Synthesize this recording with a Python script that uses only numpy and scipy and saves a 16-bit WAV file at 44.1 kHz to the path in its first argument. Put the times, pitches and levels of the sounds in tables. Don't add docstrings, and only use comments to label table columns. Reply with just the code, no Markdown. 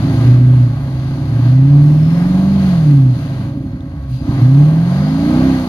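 import sys
import numpy as np
from scipy import signal
from scipy.fft import rfft, irfft, next_fast_len
from scipy.io import wavfile
from scipy.ndimage import uniform_filter1d

SR = 44100
rng = np.random.default_rng(int(sys.argv[2]) if len(sys.argv) > 2 else 0)


def amplitude_ratio(level_db):
    exponent = np.asarray(level_db, float) / 20
    return 10 ** exponent


def store_wav(level_fs):
    pcm = np.round(np.clip(np.atleast_2d(level_fs), -1, 1) * 32767)
    wavfile.write(sys.argv[1], SR, pcm.T.astype(np.int16))


N = 250488
T = np.arange(N) / SR
M = next_fast_len(N + 4096)
HZ = np.maximum(np.fft.rfftfreq(M, 1 / SR), 1)

# time in seconds, firing rate in hertz.
REVS = [(0, 106.2), (.3, 122.4), (.55, 127), (.95, 101.5), (1.47, 121.2), (1.7, 141.4), (1.97, 150),
        (2.3, 182.9), (2.55, 197), (2.72, 181), (2.84, 150.7), (3.3, 105.7), (4.16, 61), (4.43, 122.2),
        (4.62, 147), (4.82, 165.8), (5.49, 269.8), (5.68, 246)]
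# time in seconds, load in dB.
LOAD = [(0, 0), (0.249, 5), (.42, 0.9), (.65, -1.6), (.8, -3), (1.2, -1.5), (1.48, 2), (1.6, -2.3),
        (2.15, 3), (2.85, 1.5), (3.1, -4), (3.449, -4.5), (3.6, -11.5), (4.169, -10), (4.41, 7),
        (4.52, 0.2), (5.45, 7.5), (5.68, 1)]
# centre in seconds, length in seconds, extra boom in
# dB, extra burble in dB, extra hiss in dB.
LURCHES = [
    (0.017, 0.16, 10, 2, 1.8),
    (0.114, 0.24, 3, 3, 0.8),
    (3.194, 0.27, -6, 0.5, 1),
    (3.443, 0.27, 9, -2.5, 0.5),
    (3.824, .85, 0.7, -1.1, -3.5),
    (4.15, 0.16, 7.8, 1.3, 8),
    (4.377, 0.15, 2, -1, -1.5),
    (4.984, 0.44, -5.5, 2, 0),
    (5.222, 0.43, 2.5, 1, -0.1),
    (5.656, 0.34, -3.5, -6, 1),
]
# frequency in hertz, gain in dB.
PIPE = [(30, -31), (60, -17.5), (100, -12.5), (128, 1), (150, 0.5), (190, -8), (222, -14), (262, -2),
        (290, -5), (330, -14.5), (390, -22.5), (460, -39), (620, -22.5), (900, -72)]
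# firing rate in hertz, level in dB.
BOOM = [(64, -29.5), (88, -39), (109, -27.5), (122, -7), (143, -5.5), (172, -13), (195, -12), (223, -28),
        (255, -15.5)]
# firing rate in hertz, level in dB.
OCTAVE = [(62, -5), (84, -20.5), (105, -1.5), (120, -12.5), (136, -7.5), (148, -9), (156, -22.5),
          (260, -15)]
# firing rate in hertz, level in dB.
BURBLE = [(62, -24.5), (90, -13), (110, -17), (127, -20.5), (143, -20.5), (170, -19.5), (200, -18),
          (260, -17)]
# level in dB of one multiple of that cycle, from the second up.
CYLINDERS = [1.5, -8, -14.5, -7.5, 2, -4.5, -40, -8, 4.5, -7, -4, -4.5, -7.5, -3, -39.5, -6.5, -2.5, -4, -4,
             0, -10, -8.5, 0.5, -4, -7.5, -2.5, -11, -5.5, -8.5, -11.5, -1]
# firing rate in hertz, level in dB.
SCATTER = [(60, -3), (105, -6), (140, -4), (190, -13), (260, -14)]
# frequency in hertz, level in dB per hertz.
ROAR = [(220, -18), (380, -1), (448, -11.5), (541, 1.5), (611, -6.5), (659, 2), (760, -4), (826, -1.5),
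        (897, -6), (1240, -6.5), (1430, -12), (1580, -6), (1750, -14.5), (1930, -10), (2300, -16.5),
        (2990, -55), (5060, -120)]
# frequency in hertz, level in dB per hertz.
HISS = [(1180, -32), (2000, -12.5), (2440, -3), (3740, -7), (4330, -4), (4930, -9.5), (5550, -19),
        (6320, -11.5), (7700, -26), (9460, -16), (12700, -20.5), (15600, -28.5)]
# start in seconds, peak in dB, frequency in hertz, ring in seconds.
SNAPS = [
    (1.119, -10, 150, .03),
    (3.686, -49, 12000, .003),
    (3.807, -35, 3600, .006),
    (4.296, -8, 120, .04),
]
# start in seconds, length in seconds, from frequency in hertz, to frequency in hertz, level in dB.
SQUEAKS = [
    (4.085, .045, 11800, 11950, -63),
    (4.12, .04, 11600, 11600, -64),
    (4.075, .06, 9200, 9600, -63),
    (4.11, .16, 4800, 4800, -54),
    (1.9, .45, 5200, 5300, -53),
    (1.8, .22, 5450, 5450, -62),
    (4.88, .3, 4650, 5150, -53),
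]
# time in seconds, frequency in hertz, level in dB.
BEHIND = [(0, 72.54, -29.5), (0.598, 64, -31), (1.9, 86.04, -32.5), (2.648, 84, -25), (3.298, 52.43, -50.5),
          (4.15, 68.35, -28), (4.401, 53.1, -37), (5.05, 90, -36), (5.68, 94.2, -27)]
# frequency in hertz, level in dB, steady share, waver per second.
WHINE = [(555, -51, 1.9, 5), (651, -60, .3, 30), (1112, -58, 1.6, 8), (1570, -56, .2, 60),
         (530, -52, 0, 40)]
# frequency in hertz, level in dB per hertz.
RUMBLE = [(18, -32.5), (33, -26), (42, -0.5), (55, -7.5), (85, 2), (115, -8)]
# frequency in hertz, level difference in dB.
TILT = [(30, 0), (110, -.7), (200, -1.1), (380, -1.9), (700, -.7), (1290, -1.5), (2380, 3.5), (4400, 11),
        (8120, 8), (15000, 2.5)]
LIKENESS = [(100, .999), (400, 1), (700, 0.9), (1200, .8), (2200, 0.4), (4000, 0.03), (15000, 0)]
LEAD = [(30, .05), (125, .06), (300, .16), (600, .45), (1120, .9), (1720, 2), (2330, 2.3), (3300, 5)]


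def read(table, hz):
    f, v = np.transpose(table)
    return np.interp(np.log(hz), np.log(f), v)


def colour(x, table):
    cepstrum = irfft(np.log(amplitude_ratio(read(table, HZ))), M)
    cepstrum[1:M // 2] *= 2
    cepstrum[M // 2 + 1:] = 0
    return irfft(rfft(x, M) * np.exp(rfft(cepstrum)), M)[:N]


def even(x, span_s):
    k = int(span_s * SR)
    power = uniform_filter1d(uniform_filter1d(x ** 2, k), k)
    return x / np.sqrt(power + 1e-12)


def walk(rate):
    k = int(SR / rate)
    held = np.repeat(rng.standard_normal(N // k + 1), k)
    return 1.28 * uniform_filter1d(uniform_filter1d(held, k), k)[:N]


def boom(hz, turns, boom_db, load_db):
    pipe_db = read(PIPE, 2 * hz) - read(PIPE, hz)
    octave_db = read(OCTAVE, hz) + 0.37 * load_db + pipe_db
    octave = amplitude_ratio(np.minimum(octave_db, 12) + 0.8 * walk(9)) * np.sin(4 * np.pi * turns + 1.4)
    tone = np.sin(2 * np.pi * turns) + octave
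    return np.sqrt(2) * amplitude_ratio(boom_db + 0.81 * walk(22)) * tone


def burble(hz, turns, burble_db):
    pattern = np.zeros(N)
    for multiple, db in enumerate(CYLINDERS, 2):
        angle = 2 * np.pi * (multiple * turns / 8 + rng.random())
        pattern += amplitude_ratio(db + 2.77 * walk(5.2)) * np.sin(angle)
    at = np.flatnonzero(np.diff(np.floor(turns)) > 0)
    pulses = np.zeros(N)
    pulses[at] = amplitude_ratio(read(SCATTER, hz[at])) * SR / hz[at] * rng.standard_normal(len(at))
    pulses = signal.sosfilt(signal.butter(6, 800, fs=SR, output="sos"), pulses)
    return amplitude_ratio(burble_db) * even(colour(pattern + pulses, PIPE), span_s=0.07)


def rush(table, throb, flicker_db):
    low, high = table[0][0], table[-1][0]
    noise = rfft(rng.standard_normal((2, M))) * amplitude_ratio(read(table, HZ)) * (HZ > low) * (HZ < high)
    out = 0
    for centre in low * 2 ** np.arange(0, np.log2(high / low) + 1):
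        band = np.cos(np.pi / 2 * np.clip(np.log2(HZ / centre), -1, 1)) ** 2
        out = out + amplitude_ratio(flicker_db * walk(10)) * irfft(noise * band, M)[:, :N]
    out = ports(*(out * throb))
    return out / np.sqrt(np.mean(out.mean(axis=0) ** 2))


def roar(load_db, gusts, puff):
    return amplitude_ratio(-35 + load_db) * rush(ROAR, gusts * (1 + 0.086 * puff), flicker_db=1.0)


def hiss(load_db, scrub_db, gusts, puff):
    level_db = -46 + 0.86 * load_db + scrub_db + 0.73 * walk(7)
    return amplitude_ratio(level_db) * rush(HISS, gusts * (1 + 0.066 * puff), flicker_db=0.9)


def snaps():
    out = np.zeros(N)
    for start, db, hz, ring in SNAPS:
        age = np.maximum(T - start, 0)
        out += amplitude_ratio(db) * np.sin(2 * np.pi * hz * age) * np.exp(-np.log(1000) * age / ring)
    return out


def squeaks():
    out = np.zeros(N)
    for start, length, from_hz, to_hz, db in SQUEAKS:
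        done = np.clip((T - start) / length, 0, 1)
        angle = 2 * np.pi * np.cumsum(from_hz + (to_hz - from_hz) * done) / SR
        whistle = walk(300) * np.sin(angle) + walk(300) * np.cos(angle)
        out += amplitude_ratio(db) * np.sin(np.pi * done) * whistle
    return out


def behind():
    time, hz, db = np.transpose(BEHIND)
    turns = np.cumsum(np.interp(T, time, hz) * (1 + 0.018 * walk(7))) / SR
    hum = amplitude_ratio(np.interp(T, time, db) + 1.0 * walk(8.7)) * np.sin(2 * np.pi * turns)
    fan = np.zeros(N)
    for hz, db, steady, rate in WHINE:
        angle = 2 * np.pi * hz * T
        fan += amplitude_ratio(db) * ((steady + 0.6 * walk(rate)) * np.sin(angle) + 0.6 * walk(rate) * np.cos(angle))
    return np.sqrt(2) * hum + fan


def rumble():
    return amplitude_ratio(-31) * rush(RUMBLE, 1, flicker_db=0.0)


def ports(x, other=None):
    left = right = rfft(x, M)
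    if other is not None:
        like = np.clip(read(LIKENESS, HZ), 0, 1)
        right = like * left + np.sqrt(1 - like ** 2) * rfft(other, M)
    tilt = amplitude_ratio(read(TILT, HZ) / 2) * np.exp(0.5j * read(LEAD, HZ))
    return irfft(np.array([left * tilt, right / tilt]), M)[:, :N]


def follow(curve, lag_s):
    return uniform_filter1d(np.interp(T, *np.transpose(curve)), size=int(lag_s * SR))


def lurches():
    extra = np.zeros((3, N))
    for centre, length, *extra_db in LURCHES:
        hump = np.sin(np.pi * np.clip((T - centre) / length + 0.5, 0, 1)) ** 2
        extra += np.outer(extra_db, hump)
    return extra


def scene():
    hz = follow(REVS, lag_s=0.11)
    load_db = follow(LOAD, lag_s=0.04)
    extra_boom_db, extra_burble_db, scrub_db = lurches()
    turns = np.cumsum(hz * (1 + 0.003 * walk(25))) / SR
    puff = np.cos(2 * np.pi * turns) + 0.9 * np.cos(np.pi * turns / 2)
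    gusts = amplitude_ratio(1.2 * walk(8))
    boom_db = read(BOOM, hz) + 0.3 * load_db + extra_boom_db
    burble_db = read(BURBLE, hz) + 0.59 * load_db + extra_burble_db
    exhaust = boom(hz, turns, boom_db, load_db) + burble(hz, turns, burble_db)
    air = roar(load_db, gusts, puff) + hiss(load_db, scrub_db, gusts, puff)
    return ports(exhaust + snaps() + squeaks() + behind()) + air + rumble()


def top_cut(x):
    return signal.sosfilt(signal.butter(12, 15710, fs=SR, output="sos"), x)


def record(dry):
    rounded = dry / (1 + np.abs(dry) ** 14) ** (1 / 14)
    return top_cut(rounded)


dry = scene()
out = record(dry)
store_wav(out)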